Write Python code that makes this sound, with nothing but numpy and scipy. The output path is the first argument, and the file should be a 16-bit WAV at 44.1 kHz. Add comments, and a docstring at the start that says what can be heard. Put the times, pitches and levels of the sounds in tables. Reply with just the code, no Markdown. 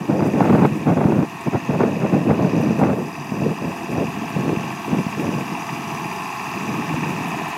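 """Gusts of wind slap and buffet a bare microphone; behind them a six-cylinder diesel tractor knocks,
dragging a spring-tine harrow over dry soil and coming slowly abreast. Each firing excites block
resonances with noise that partly repeats every cycle; engine orders are sines. The tines are flickering
bands of grit noise, flicked stones short wave packets. Wind is noise bands in bursts plus low packets."""
import sys
import numpy as np
from scipy import signal
from scipy.io import wavfile
from scipy.ndimage import uniform_filter1d

SR = 44100
rng = np.random.default_rng(int(sys.argv[2]) if len(sys.argv) > 2 else 0)


def master(y):
    """Save y as 16-bit WAV."""
    cut = np.clip(np.atleast_2d(y).T, -1, 1)
    pcm = np.round(cut * 32767)  # scale
    wavfile.write(sys.argv[1], SR, pcm.astype(np.int16))


N = 333837


def undb(db):
    """Amplitude ratio of a level in dB."""
    return 10 ** (np.asarray(db) / 20)


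def unit(x):
    """Scale to an RMS of 1."""
    return x / np.sqrt(np.mean(x ** 2))


def curves(table):
    """Columns of a table after t/s, interpolated to one value a sample."""
    s, *columns = np.transpose(table)
    return [np.interp(np.arange(N) / SR, s, c) for c in columns]


def band(x, hz, width_hz):
    """Steep band-pass."""
    edges_hz = np.clip([hz - width_hz / 2, hz + width_hz / 2], 20, SR / 2.2)
    return signal.sosfilt(signal.butter(3, edges_hz, "bandpass", fs=SR, output="sos"), x)


def walk(rate_hz):
    """Random levels, rate_hz a second, joined smoothly; RMS 1."""
    levels = rng.standard_normal(int(N / SR * rate_hz) + 2)
    joined = np.interp(np.arange(N) * rate_hz / SR, np.arange(len(levels)), levels)
    return unit(uniform_filter1d(joined, int(SR / rate_hz / 2)))


def blows(table, cycles):
    """One short wave packet per row (t/s, level/dB, f/Hz); the envelope peaks after `cycles` periods."""
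    out = np.zeros(N)
    for (s, db, hz), turn in zip(table, rng.random(len(table))):
        t = np.arange(int(6 * cycles / hz * SR)) / SR * hz / cycles
        at = int(s * SR)
        packet = t * np.exp(1 - t) * np.sin(2 * np.pi * (cycles * t + turn))
        out[at:at + len(t)] += undb(db) * packet[:N - at]
    return out


# cycle rate as heard, dropping slightly by Doppler as the tractor comes abreast: t/s, rate/(cycles/s)
CYCLE_RATE = [(0, 14.2), (3, 14.197), (4.4, 14.187), (5.5, 14.17), (7.57, 14.13)]
# block resonances: f/Hz, width/Hz, level/dB, share repeating each cycle (capped at 0.75 in use),
# knock of cylinders 1-6 over the steady rattle/dB (six columns)
BLOCK_MODES = [(198, 250, -7, 0.33, -6, -12, -11, 30.5, 0, 28),
               (374.3, 61, -8.5, 0.13, 12, -6, 6, 10, -27, 4),
               (708, 103, -3.5, 0.5, -6.5, 6, 9, 3, 10, -21),
               (906, 270, 1.5, 0.42, 6, -11, 6, 4.5, -7, -6.5),
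               (1043, 257, -1, 0.42, 4.5, -5, 4, 2.5, -3, -2.5),
               (1264, 180, -9, 0.15, -26, 4, -10, -12, -5, -26),
               (1665, 260, -8.5, 1, 2, 4.5, -3, -10, -1, 3), (1893, 330, -6.5, 0.59, 0, 0, 9, -9, 6, -1),
               (2412, 300, -4.5, 0.81, -2.5, 0, 5, 1, -8, 0), (2626, 292, -3, 1, 4, 5, 13, -6, 9, 9),
               (3276, 380, -16, 0.63, -21, -22, -17, -19, -15, -12),
               (3710, 440, -16.5, 0.11, -16, -19, -16, -8, -16, -13),
               (4904, 440, -13, 0.12, 5, -2, 3, 4.5, -30, -8), (5943, 480, -13, 0.24, 7, 4, 0, -2, 1, -6),
               (6575, 560, -17, 0.27, -5, 3, -2, -35, -12, -27)]
# clean engine orders: multiple of the cycle rate, level over the engine level/dB
ENGINE_ORDERS = [(30, -15), (48, -8), (57, -11), (60, -7.5), (63, -12), (72, -12), (74, -11), (77, -6.5),
                 (82, -14), (88, -16), (96, -19), (124, -18), (132, -15), (166, -17), (176, -15),
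                 (180, -20), (190, -16)]
FIRST_FIRES_S = 5.6625  # a firing of cylinder 1; fixes the phase of the cycle
KNOCK_S = 0.0031  # rise time and decay constant of one knock


def engine(boom_db, ring_db):
    """Six knocks a cycle ring the block; part of the rattle repeats from cycle to cycle, part is new."""
    hz, = curves(CYCLE_RATE)
    turns = np.cumsum(hz) / SR
    turns = turns - turns[int(FIRST_FIRES_S * SR)]
    firing = np.floor(6 * turns).astype(int)
    since_s = (6 * turns - firing) / (6 * hz)
    scatter_db = 1.5 * rng.standard_normal(1024)[firing % 1024]
    knock = undb(scatter_db) * since_s / KNOCK_S * np.exp(1 - since_s / KNOCK_S)

    # two repeating patterns cross-fade as the view of the engine turns
    view_rad = 5 * np.arange(N) / N + .3 * walk(2)
    cycle_len = int(SR / hz.mean())
    place = np.round(turns % 1 * cycle_len).astype(int) % cycle_len
    out = 0
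    for f, width_hz, db, share, *cylinder_db in BLOCK_MODES:
        share = np.clip(share, 0, .75)
        old, new = rng.standard_normal((2, cycle_len))[:, place]
        repeating = np.cos(view_rad) * old + np.sin(view_rad) * new
        rattle = np.sqrt(share) * repeating + np.sqrt(1 - share) * rng.standard_normal(N)
        ring = band(rattle * (1 + undb(cylinder_db)[firing % 6] * knock), f, width_hz)
        level_db = db + 0.44 * walk(9) + boom_db * (f < 1400) + ring_db * (4500 < f < 6300)
        out = out + undb(level_db) * unit(ring)

    for (order, db), start in zip(ENGINE_ORDERS, rng.random(len(ENGINE_ORDERS))):
        level_db = db + 2 * walk(3) + boom_db * (order < 100)
        out = out + undb(level_db) * np.sqrt(2) * np.sin(2 * np.pi * (order * turns + start))
    return out, knock


def roar():
    """Fan, tyres and soil fill gaps between block modes: a broad roar, strongest near 2.9 kHz, weaker above 4 kHz."""
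    out = 0
    # f/Hz, width/Hz, level/dB
    for hz, width_hz, db in [(1530, 400, -16.5), (2200, 480, -14.5), (2887, 220, -12.5),
                             (4330, 680, -19.5), (5400, 750, -19)]:
        out = out + undb(db + 1.2 * walk(9.2)) * unit(band(rng.standard_normal(N), hz, width_hz))
    return out


# tractor: t/s, engine level/dB, boom under 1.4 kHz over it/dB, ring at 5-6 kHz over it/dB
TRACTOR = [(0.0, -42.5, 0, -4), (0.21, -42, -2, 2.5), (0.44, -38.5, -5, -4), (1.12, -43, 1, -2),
           (1.64, -39, -1.5, -4), (2.38, -40, -0.5, -3), (2.61, -38.5, -1, 0.5), (2.95, -42.5, 1.5, -1),
           (3.14, -41.5, 0, 1.5), (4.49, -37.5, -0.5, -2), (6.3, -36.5, 1, 0), (6.89, -35, 0, -2.5),
           (7.57, -35, 0, -4.5)]


def tractor():
    """Block, orders and roar follow one engine level; boom and ring tilt the engine's spectrum."""
    engine_db, boom_db, ring_db = curves(TRACTOR)
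    block, knock = engine(boom_db, ring_db)
    return undb(engine_db) * (block + roar()), knock


# spectrum of tines in dry soil: f/Hz, relative density/(dB per Hz)
SOIL = [(3820, -30), (6500, 2), (9330, -5.5), (10900, -2.5), (13100, -6), (15700, -12)]


def harrow(knock):
    """Dense grit on the tines flickers band by band as the frame jolts; a trace of the firing rides on it."""
    hz, db = np.transpose(SOIL)
    jolt = walk(60)
    grit = undb(1.8 * rng.exponential(size=N))
    out = 0
    for f in np.arange(7200, 15700, 700.):
        flicker_db = f / 2.2e4 * (jolt + 2 * walk(45))
        level_db = np.interp(np.log(f), np.log(hz), db) + flicker_db
        out = out + undb(level_db) * band(grit * rng.standard_normal(N), f, 740)
    return unit(out) * (1 + 0.17 * knock)


# tine hiss, growing as the harrow draws near: t/s, level/dB
TINES = [(0.0, -55), (0.46, -52), (0.88, -55), (3.33, -54), (6.03, -49.5), (7.57, -49.5)]
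# frame jolts that briefly shift the hiss: t/s, level change/dB
JOLTS = [(.27, 6), (.66, 2), (.77, 4), (1.43, 3), (2.4, -1), (2.62, 4), (2.8, 4), (3.92, 4), (4.11, 1),
         (4.3, 3), (5.1, 2), (5.21, 3.5), (5.4, 3), (6.94, 2), (7.1, 3), (7.29, 4), (7.49, 2)]
JOLT_S, SWAY_DB = 0.014, 0.3  # 1/e half length of a jolt; RMS of the random sway


def tine_db():
    """Level of the hiss: the approach, a slow sway and the jolts."""
    t = np.arange(N) / SR
    approach_db, = curves(TINES)
    jolts_db = sum(db * np.exp(-((t - s) / JOLT_S) ** 2) for s, db in JOLTS)
    return approach_db + SWAY_DB * walk(6.9) + jolts_db


# stones flicked by a tine: t/s, level/dB, f/Hz
STONES = [(1.411, -31, 8150), (7.285, -30, 11600), (7.485, -30, 11700)]


def stones():
    """A flicked stone rings as one short, high wave packet."""
    return blows(STONES, cycles=2.1)


# single eddies slapping the microphone: t/s, level/dB, f/Hz, snap level/dB
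SLAPS = [(0.097, -7.5, 293, -30), (0.204, -13, 318, -12.5), (0.223, -14, 254, -14), (0.338, -9, 264, -31),
         (0.405, -13, 260, -0.5), (0.556, -20, 140, -8.5), (0.621, -7, 216, -13), (0.645, -8, 180, -10.5),
         (0.726, -14, 207, -36), (0.869, -7, 234, -16), (0.894, -10, 170, -30), (0.922, -21, 253, -21),
         (0.968, -17, 196, -15), (1.012, -17, 250, -9.5), (1.053, -2.5, 178, -21), (1.12, -21, 218, -9),
         (1.164, -9.5, 210, -22), (1.188, -7, 240, -31), (1.225, -14, 153, -20), (1.468, -6.5, 300, -23),
         (1.548, -7, 147, -10.5), (1.691, -12, 223, -28), (1.812, -10, 212, -11.5),
         (2.049, -26, 196, -11.5), (2.143, -8, 227, -22), (2.296, -6.5, 196, -13), (2.309, -6, 170, -8.5),
         (2.39, -8, 295, -20), (2.423, -12, 240, -12), (2.534, -7, 296, -31), (2.636, -19, 187, -16),
         (2.705, -13, 153, -13), (2.813, -23, 227, -13.5), (2.828, -6, 182, -7), (3.319, -12.5, 223, -23),
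         (3.417, -16, 286, -24), (3.653, -10, 266, -30), (3.977, -14, 139, -17), (4.362, -14, 160, -19),
         (4.479, -8, 241, -26), (4.53, -7, 314, -36), (4.57, -9.5, 200, -32), (4.929, -7.5, 221, -17),
         (4.968, -10, 222, -36), (4.989, -10.5, 256, -32), (5.064, -12.5, 195, -31), (6.9, -20, 242, -32),
         (6.939, -10.5, 163, -20)]


def slaps():
    """An eddy hits the microphone: a low swing, its sharp front a quick one at three times the pitch."""
    s, level_db, hz, snap_db = np.transpose(SLAPS)
    snaps = blows(np.c_[s + .002, snap_db, 3 * hz], cycles=.6)
    return blows(np.c_[s, level_db, hz], cycles=0.49) + snaps


def wind():
    """Eddies roll over the port: rumble bursts that tilt with brightness, crackle and slaps."""
    gust_db, bright_db, torn = gusts()
    eddy, flare = walk(80), walk(220)
    rumble = 0
    # f/Hz, width/Hz, level/dB, tilt/(dB per dB of brightness), flare/dB
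    for hz, width_hz, db, tilt, flare_db in [
            (71.6, 21, -23.0, 0.22, 1.1), (127.4, 73.6, -6, 0.32, 0.57), (181.4, 89.6, 1, 0.0074, 0.56),
            (277.8, 125, -1.0, 0.029, 1.9), (389.7, 159, -1.5, 0.78, 4.5), (532, 220, -3.0, 1.19, 0.72),
            (723, 230, -7, 1.85, 1.1)]:
        burst = undb(0.32 * eddy + flare_db * flare)
        noise = unit(band(burst * rng.standard_normal(N), hz, width_hz))
        rumble = rumble + undb(db + tilt * bright_db) * noise

    tearing = undb(3.5 * flare) * rng.standard_normal(N)
    crackle = 0
    # f/Hz, width/Hz, level/dB
    for hz, width_hz, db in [(796, 308, -13), (1285, 430, -18.5), (1883, 840, -23.5), (2730, 1700, -36)]:
        crackle = crackle + undb(db) * unit(band(tearing, hz, width_hz))
    return undb(gust_db) * unit(rumble) + torn * crackle + slaps()


def near(s, length_s):
    """Sample numbers around an event, 0.08 s beyond either end."""
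    return np.arange(max(int((s - .08) * SR), 0), min(int((s + length_s + .08) * SR), N))


# wind underlying the gusts: t/s, level/dB
BREEZE = [(0, -26), (.07, -29), (.44, -18.5), (.84, -26), (1.15, -23), (1.27, -34.5), (1.43, -37),
          (1.62, -30), (1.92, -21.5), (2.95, -22.5), (3.12, -33), (3.3, -31.5), (4.2, -30.5), (4.65, -26),
          (4.84, -37), (5.14, -30), (6.05, -33), (6.2, -36), (6.5, -37.5), (6.57, -29), (7.2, -27),
          (7.57, -36)]
# gusts: start t/s, length/s, level/dB, brightness (upper rumble over lower)/dB, crackle level/dB
GUSTS = [(0.091, 0.084, -19.5, 1.5, -20.5), (0.179, 0.12, -18, -1, -24.5), (.342, 0.048, -21.5, 2, -25),
         (0.402, 0.032, -15, -0.5, -11), (0.436, 0.081, -15.5, -5, -15), (0.515, 0.15, -15, -3.5, -16),
         (0.71, 0.062, -18, -16, -45), (0.861, 0.082, -15.5, -1, -15), (0.961, .14, -18.5, -0.5, -20),
         (1.105, 0.14, -17.5, -5.5, -26), (1.467, 0.019, -12.5, -8, -25), (1.524, 0.052, -17, -5, -18),
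         (1.692, 0.085, -19, -2, -20), (1.787, .12, -20.5, 0, -19), (2.003, 0.067, -17.5, -5, -19),
         (2.121, 0.068, -14, -4, -21), (2.27, 0.077, -20, 0, -31), (2.388, .11, -18, -0.5, -29),
         (2.536, 0.081, -20.5, -0.5, -28), (2.62, 0.12, -17.5, -9, -35), (2.783, .16, -18, -2, -18.5),
         (2.959, 0.068, -25.5, 3.5, -32), (3.323, 0.074, -26, -3, -35), (3.399, 0.13, -20, -3.5, -35),
         (3.608, 0.11, -24, -5, -42), (3.896, 0.068, -23.5, -3.5, -40), (3.958, 0.098, -20.5, -1.5, -36),
         (4.059, .05, -24.5, -17, -45), (4.156, 0.043, -30, -18, -46), (4.257, 0.03, -34.5, -7, -49),
         (4.347, 0.12, -21, -9.5, -40), (4.451, 0.092, -23.5, -2.5, -38), (4.875, .03, -26.5, -8, -44),
         (4.906, 0.048, -18.5, -7, -38), (4.97, 0.048, -21, -5.5, -40), (5.165, 0.025, -28, -9, -45),
         (5.192, .11, -20, -4.5, -38), (5.309, 0.11, -25, -3, -40), (5.487, 0.056, -26, -10, -46),
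         (5.696, 0.12, -29, -16, -50), (5.904, 0.22, -33, -15, -50), (6.687, .13, -24.5, -10, -44),
         (6.885, 0.16, -25.5, -20, -48), (7.024, 0.17, -29, -9, -46)]
BREEZE_BRIGHT_DB, BRIGHT_PER_DB = -9.5, 0.56  # brightness at -30 dB; its rise with breeze level
FLUTTER_DB = -1  # random flutter of the breeze
GUST_RISE_S, GUST_FALL_S = 0.02, 0.024
TEAR_DB, TEAR_RISE_S, TEAR_S = -8, 0.011, 0.026  # crackle around a slap: level over snap, rise, decay


def gusts():
    """Level, brightness and crackle of the wind: gusts rise, hold and fall, adding power to the breeze."""
    breeze_db, = curves(BREEZE)
    power = undb(breeze_db + FLUTTER_DB * walk(30)) ** 2
    # brightness is averaged with power as the weight
    bright = power * (BREEZE_BRIGHT_DB + BRIGHT_PER_DB * (breeze_db + 30.0))
    crackle = np.zeros(N)
    for s, length_s, db, bright_db, crackle_db in GUSTS:
        span = near(s, length_s)
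        t = span / SR
        rise = (t - s) / GUST_RISE_S + .5
        fall = (s + length_s - t) / GUST_FALL_S + .5
        shape = np.clip(np.minimum(rise, fall), 0, 1)
        gust_power = (undb(db) * shape) ** 2
        power[span] += gust_power
        bright[span] += gust_power * bright_db
        crackle[span] += undb(crackle_db) * shape ** 2
    for s, _, _, snap_db in SLAPS:
        span = near(s, .1)
        t = span / SR - s
        crackle[span] += undb(snap_db + TEAR_DB) * np.exp(np.minimum(t / TEAR_RISE_S, -t / TEAR_S))
    return 10 * np.log10(power), bright / power, crackle


def scene():
    """Tractor, harrow, stones and wind summed to one channel."""
    machine, knock = tractor()
    tines = undb(tine_db()) * harrow(knock)
    return (machine + tines + stones() + wind())[None]


TOP_HZ = 15780


def record(dry):
    """The microphone drops deep bass; its amplifier flattens loud slaps, adds low flicker; the top is cut."""
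    thin = signal.sosfilt(signal.butter(3, 85., "highpass", fs=SR, output="sos"), dry)
    flat = thin / (1 + (np.abs(thin) / .76) ** 6) ** (1 / 6)
    flicker = undb(-71) * unit(band(rng.standard_normal(N), 40., 36.))
    return signal.sosfilt(signal.ellip(10, .2, 70, TOP_HZ, fs=SR, output="sos"), flat + flicker)


dry = scene()
out = record(dry)
master(out)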